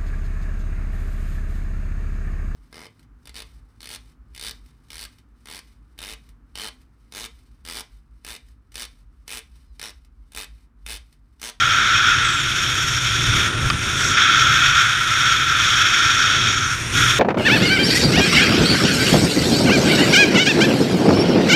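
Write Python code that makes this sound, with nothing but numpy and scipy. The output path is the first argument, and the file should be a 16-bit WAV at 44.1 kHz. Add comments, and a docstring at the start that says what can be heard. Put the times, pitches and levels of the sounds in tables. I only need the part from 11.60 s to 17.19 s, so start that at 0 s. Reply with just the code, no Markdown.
"""A grass slope, skimmed fast and low under a wing with a small cased camera.
Turbulent air scrubs over the case: noise rung by the case's cavities, swelling and changing colour.
Slow eddies buffet the microphone membrane as three low noises; air hisses further off as smooth noise.
A gap whistles now and then, a noisy sliding tone, and a piece of rigging ticks once, a few struck modes."""
import sys
import numpy as np
from scipy import signal
from scipy.fft import rfft, irfft, next_fast_len
from scipy.io import wavfile

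SR = 44100
rng = np.random.default_rng(int(sys.argv[2]) if len(sys.argv) > 2 else 0)


def inscribe(sig):
    """Save sig as 16-bit PCM at rate SR to the path in sys.argv[1].

    A 1-D sig is mono; a 2-D sig holds one channel per row.
    Samples are clipped to [-1, 1] before scaling.
    """
    pcm = np.round(np.clip(np.atleast_2d(sig).T, -1, 1) * 32767)
    wavfile.write(sys.argv[1], SR, pcm.astype(np.int16))


N = 246519   # samples, about 5.6 s


def from_db(db):
    """Amplitude factor of a level in dB."""
    return 10 ** (np.asarray(db) / 20)


def rms_one(x):
    """Scale to an RMS of one."""
    return x / np.sqrt(np.mean(x ** 2) + 1e-20)


def in_time(rows):
    """Draw each column of a table as a smooth fader move over the time in its first column."""
    seconds, *columns = np.transpose(rows)
    return [np.interp(np.arange(N) / SR, seconds, column) for column in columns]


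def drift(corner_hz):
    """Slow chance: noise at every 20th sample through a double one-pole low-pass; spread 1."""
    pole = np.exp(-40 * np.pi * corner_hz / SR)
    noise = rng.standard_normal(N // 20 + 4002)
    slow = signal.lfilter([1], [1, -2 * pole, pole * pole], noise)[4000:]   # skip the settling
    return np.interp(np.arange(N) / 20, np.arange(len(slow)), rms_one(slow - slow.mean()))


def log_hz():
    """Size of a padded transform and the log frequency of its every bin."""
    size = next_fast_len(N)
    return size, np.log(np.maximum(np.arange(size // 2 + 1) * SR / size, 1))


def coloured(spectrum):
    """Transform of a noise with the given spectrum, silent outside it."""
    size, at = log_hz()
    hz, level_db = np.transpose(spectrum)
    shape_db = np.interp(at, np.log(hz), level_db, left=-200, right=-200)
    return rfft(rng.standard_normal(size)) * from_db(shape_db)


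def band_level(noise, low_hz, high_hz):
    """Strength of a noise within one band."""
    return np.std(signal.sosfilt(signal.butter(4, [low_hz, high_hz], "band", fs=SR, output="sos"), noise))


# Cavities and ports of the case. Each row: centre in Hz, width in Hz, lift in dB (negative is a notch).
CASE_RESONANCES = [(1349, 199, 13.5), (1493, 394, 7), (1976, 80, -5.5), (2284, 250, 3), (2522, 99, 7),
                   (2825, 380, -3.5), (3234, 470, 6), (3530, 725, 9), (4150, 224, -10), (4370, 200, 1),
                   (4770, 330, -5.5), (5567, 520, 12), (5770, 230, 2.5), (6536, 550, 9.5), (7460, 220, 5),
                   (8000, 250, 3), (8600, 560, -5), (11070, 420, 4.5)]


def through_case(x):
    """Cavities boost and cancel around their resonances: a chain of peaks and notches."""
    sections = []
    for hz, width_hz, lift_db in CASE_RESONANCES:
        a, w, damp = from_db(lift_db / 2), 2 * np.pi * hz / SR, np.pi * width_hz / SR
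        zeros = [1 + damp * a, -2 * np.cos(w), 1 - damp * a]
        poles = [1 + damp / a, -2 * np.cos(w), 1 - damp / a]
        sections.append(np.array(zeros + poles) / poles[0])
    return signal.sosfilt(sections, x)


# Airflow over the case. Each row: time in seconds, level of the roar in dB, then its upper mids, treble
# and top hiss in dB relative to the roar; of these three only the swing about the mean is used.
AIRFLOW = [(0.0, -17.5, -5.5, -13, -32.0), (0.5, -16.5, -4.5, -12.5, -35), (0.68, -19.5, -3.5, -12, -33.0),
           (0.8, -25.0, 1.5, -8.5, -24.5), (1.25, -24.5, -1.5, -4.5, -21), (1.43, -26.5, 1, -3.5, -22.0),
           (1.6, -24.5, 1.5, -4.5, -21.5), (1.87, -22, -2.5, -10.5, -25.0), (1.92, -28, -3.5, -11.5, -32),
           (2.08, -25.5, -5.5, -9.5, -23), (2.15, -29, -3.5, -7.5, -26), (2.4, -22.5, -3.5, -5.5, -23),
           (2.5, -22.5, -5.5, -4.5, -26.5), (2.57, -14, -4.5, -13, -37.5), (2.9, -17.0, -3, -10, -28),
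           (3.2, -15.5, -5, -11.5, -31.5), (3.45, -22, -3.5, -12, -27.0), (3.7, -16.5, -4, -10, -30.0),
           (3.85, -20.5, -2.5, -11, -27), (4.1, -18.0, -1.5, -8, -28.5), (4.6, -18.0, -4, -9, -31),
           (4.9, -21, 0.5, -6.5, -30.0), (5.13, -22.5, -10, -8.5, -28), (5.17, -26, -8, -8, -22.0),
           (5.31, -42, 4, 3.5, -13), (5.36, -18.5, -3, -6.5, -21), (5.59, -22.5, 0.5, -6.5, -21.5)]
# Centres of those four bands, in Hz.
AIRFLOW_BAND_HZ = [1450, 3100, 5900, 12000]
# Broad colour of the turbulence before the cavities. Each row: frequency in Hz, relative density in dB per Hz.
SCRUB_COLOUR = [(700, -22), (1000, -14), (1200, -5.5), (1900, 0.5), (2700, -4), (4200, -6.5), (5000, -10.5),
                (6900, -14), (7900, -21), (9500, -32), (10400, -26), (13400, -28.5), (14300, -42),
                (15300, -44), (16500, -45)]
FLUTTER_DB_PER_OCTAVE = 0.3063   # the flutter deepens above 1 kHz


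def scrub(flutter, shared_db, fast_db, own_db):
    """Turbulence in overlapping bands; gusts and eddies shake all together, and each a little on its own."""
    size, at = log_hz()
    roar_db, *relative_db = in_time(AIRFLOW)
    # the spectra give the mean colour, the curves its swings
    swings_db = np.array([0 * roar_db] + [curve - curve.mean() for curve in relative_db])
    ringing = through_case(irfft(coloured(SCRUB_COLOUR), size))
    noise = rfft(ringing)
    noise /= band_level(irfft(noise, size), 1100, 2100)   # levelled in the roar band
    together_db = shared_db * drift(20.0) + fast_db * drift(124.0)

    centres, out = np.log(np.geomspace(1000, 14500, 13)), 0
    for k, centre in enumerate(centres):
        share = np.interp(at, centres, np.arange(len(centres)) == k)   # triangles that sum to one
        # blend the swings of the two nearest airflow bands
        place = np.interp(centre, np.log(AIRFLOW_BAND_HZ), np.arange(len(AIRFLOW_BAND_HZ)))
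        low = min(int(place), len(AIRFLOW_BAND_HZ) - 2)
        level_db = swings_db[low] + (place - low) * (swings_db[low + 1] - swings_db[low])
        octaves = (centre - centres[0]) / np.log(2)
        level_db = level_db + FLUTTER_DB_PER_OCTAVE * octaves * flutter
        band = irfft(noise * share, size)[:N]
        out = out + band * from_db(level_db + together_db + own_db * drift(13.0))
    return from_db(roar_db) * out


# Slow eddies on the membrane. Each row: time in seconds, then thump, rumble and hollow mids in dB.
BUFFET_LEVELS = [(0.0, -31.0, -40, -40.5), (0.7, -31.5, -39, -46.0), (1.1, -29.5, -39.5, -43),
                 (1.45, -29, -41.5, -45), (1.62, -24, -35.5, -43), (1.77, -20.5, -32, -38),
                 (1.9, -30.5, -33.5, -42), (2.07, -17, -31.5, -38.5), (2.2, -28.5, -36.5, -44),
                 (2.45, -26.5, -32.5, -41.5), (2.65, -33, -37.5, -43.0), (2.8, -26, -34.5, -39.5),
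                 (3.25, -32, -42, -45.5), (3.9, -31.5, -40, -43.5), (4.5, -34, -38.5, -43),
                 (4.65, -31.5, -37.5, -41.5), (4.85, -28.5, -33.5, -40), (5.12, -32, -41.5, -49.5),
                 (5.42, -24.5, -30, -39), (5.59, -28, -38.5, -42.5)]
# Colours of the three layers. Each row: frequency in Hz, relative density in dB per Hz.
THUMP_COLOUR = [(12, -42), (20, -12.5), (65, -7.5), (113, -1), (130, -0.5), (162, -11), (190, -24),
                (250, -41), (420, -120)]
RUMBLE_COLOUR = [(88, -33), (150, -15), (178, -4.5), (361, -4.5), (470, -14.5), (610, -24), (1030, -120)]
HOLLOW_COLOUR = [(380, -9.5), (480, -5), (650, -4), (900, -6.5), (1100, -4), (1400, -43)]


def buffet(lumpy_db):
    """Eddies push on the membrane: three low noise layers, each swelling as the eddies pass."""
    size, out = log_hz()[0], 0
    for colour, level_db in zip([THUMP_COLOUR, RUMBLE_COLOUR, HOLLOW_COLOUR], in_time(BUFFET_LEVELS)):
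        layer = rms_one(irfft(coloured(colour), size)[:N])
        out = out + from_db(level_db + lumpy_db * drift(16.0)) * layer
    return out


# Steadier hiss on lines and clothing. Each row: time in seconds, level of its 9 kHz hump in dB.
AIR_LEVELS = [(0.0, -47.0), (0.35, -49), (0.7, -45), (1.45, -44.5), (1.7, -41.0), (1.92, -43.5), (2.5, -42),
              (2.6, -46.5), (3.2, -45), (3.55, -42.5), (3.8, -47), (4.1, -42.5), (4.9, -47), (5.2, -42.5),
              (5.4, -37), (5.59, -39.5)]
# Its colour. Each row: frequency in Hz, relative density in dB per Hz.
AIR_COLOUR = [(900, 7.5), (1500, 13.5), (2600, 15), (4500, -1.5), (7000, 3), (8000, -4), (8500, 6),
              (9500, 2), (10200, -6.5), (11100, -11), (12500, -21), (15100, -21)]


def air(flutter, flutter_db, flicker_db):
    """Air rushing past lines and clothing: smooth broad noise, levelled by its 9 kHz hump."""
    noise = irfft(coloured(AIR_COLOUR), log_hz()[0])[:N]
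    noise /= band_level(noise, 8200, 9800)
    level_db = in_time(AIR_LEVELS)[0]
    return from_db(level_db + flutter_db * flutter + flicker_db * drift(20.0)) * noise


# Brief breathy whistles that slide down.
# Each row: start in seconds, length in seconds, first pitch in Hz, level in dB.
WHISTLES = [(0.622, .27, 7900, -36.5), (2.35, .22, 8000, -39.5), (4.871, .25, 6800, -33)]
SAG_HZ_PER_S2 = 23000   # the pitch falls ever faster
WHISTLE_EDGE_S = 0.033   # swell and fade


def whistle(breath_hz, waver_hz, overtone_db):
    """An unsteady edge tone: a narrow band of noise riding the pitch, with a faint overtone."""
    hz, gain = np.zeros(N), np.zeros(N)
    for start, length, first_hz, level_db in WHISTLES:
        t = np.arange(N) / SR - start
        envelope = np.clip(np.minimum(t, length - t) / WHISTLE_EDGE_S, 0, 1)
        hz += (envelope > 0) * (first_hz - SAG_HZ_PER_S2 * t ** 2)
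        gain += from_db(level_db) * envelope
    phase = 2 * np.pi * np.cumsum(hz + waver_hz * drift(35.0)) / SR
    breath = drift(breath_hz) + 1j * drift(breath_hz)
    tone = np.exp(1j * phase) + from_db(overtone_db) * np.exp(2j * phase)
    return gain * np.real(breath * tone)


# Contact and two duller rebounds.
# Each row: time in seconds, strike level in dB, tilt in dB per octave above 3 kHz.
TICK_CONTACTS = [(2.1011, -6, -1), (2.1046, -9, -12), (2.1062, -11, -15)]
# What the tick rings with. Each row: frequency in Hz, relative level in dB, 60 dB decay time in seconds.
TICK_MODES = [(1240, -3.5, 0.016), (1910, -9, 0.011), (2440, -4, 0.015), (3040, -6, 0.013),
              (3480, -7, 0.0089), (4860, -6.5, 0.0084), (7000, -14, .006)]


def tick(soft_hz):
    """Each contact strikes every mode with its own strength; the case lets through no lows and few highs."""
    out = np.zeros(N)
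    luck = rng.normal(0, 1.9, (len(TICK_CONTACTS), len(TICK_MODES)))   # dB
    for k, (hz, mode_db, t60) in enumerate(TICK_MODES):
        clicks = np.full(N, 1e-18)   # a trace of input keeps the decay from stalling the filter
        octaves = max(np.log2(hz / 3000), 0)
        for (seconds, strike_db, tilt_db), luck_db in zip(TICK_CONTACTS, luck[:, k]):
            clicks[round(seconds * SR)] = from_db(strike_db + mode_db + luck_db + tilt_db * octaves)
        r, w = from_db(-60 / (t60 * SR)), 2 * np.pi * hz / SR
        ring = signal.lfilter([0, np.sin(w)], [1, -2 * r * np.cos(w), r * r], clicks)
        out += (-1) ** k * ring   # neighbouring modes in opposite phase
    return signal.sosfilt(signal.butter(3, [1000, soft_hz], "band", fs=SR, output="sos"), out)


def scene():
    """All sources meet at one microphone."""
    flutter = drift(45)   # quick eddies that shake the treble and the far hiss alike
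    wind = scrub(flutter, shared_db=0.69, fast_db=0.68, own_db=0.5)
    wind = wind + buffet(lumpy_db=0.7)
    wind = wind + air(flutter, flutter_db=0.7, flicker_db=0.74)
    tones = whistle(breath_hz=220, waver_hz=130, overtone_db=-35)
    return (wind + tones + tick(soft_hz=7500))[None, :]


CUTOFF_HZ = 15120


def record(dry):
    """Peaks are rounded a little, then a steep low-pass cuts the top."""
    rounded = 1.5 * np.tanh(dry / 1.5)
    return signal.sosfilt(signal.ellip(12, 0.3, 80, CUTOFF_HZ, fs=SR, output="sos"), rounded)


dry = scene()
out = record(dry)
inscribe(out)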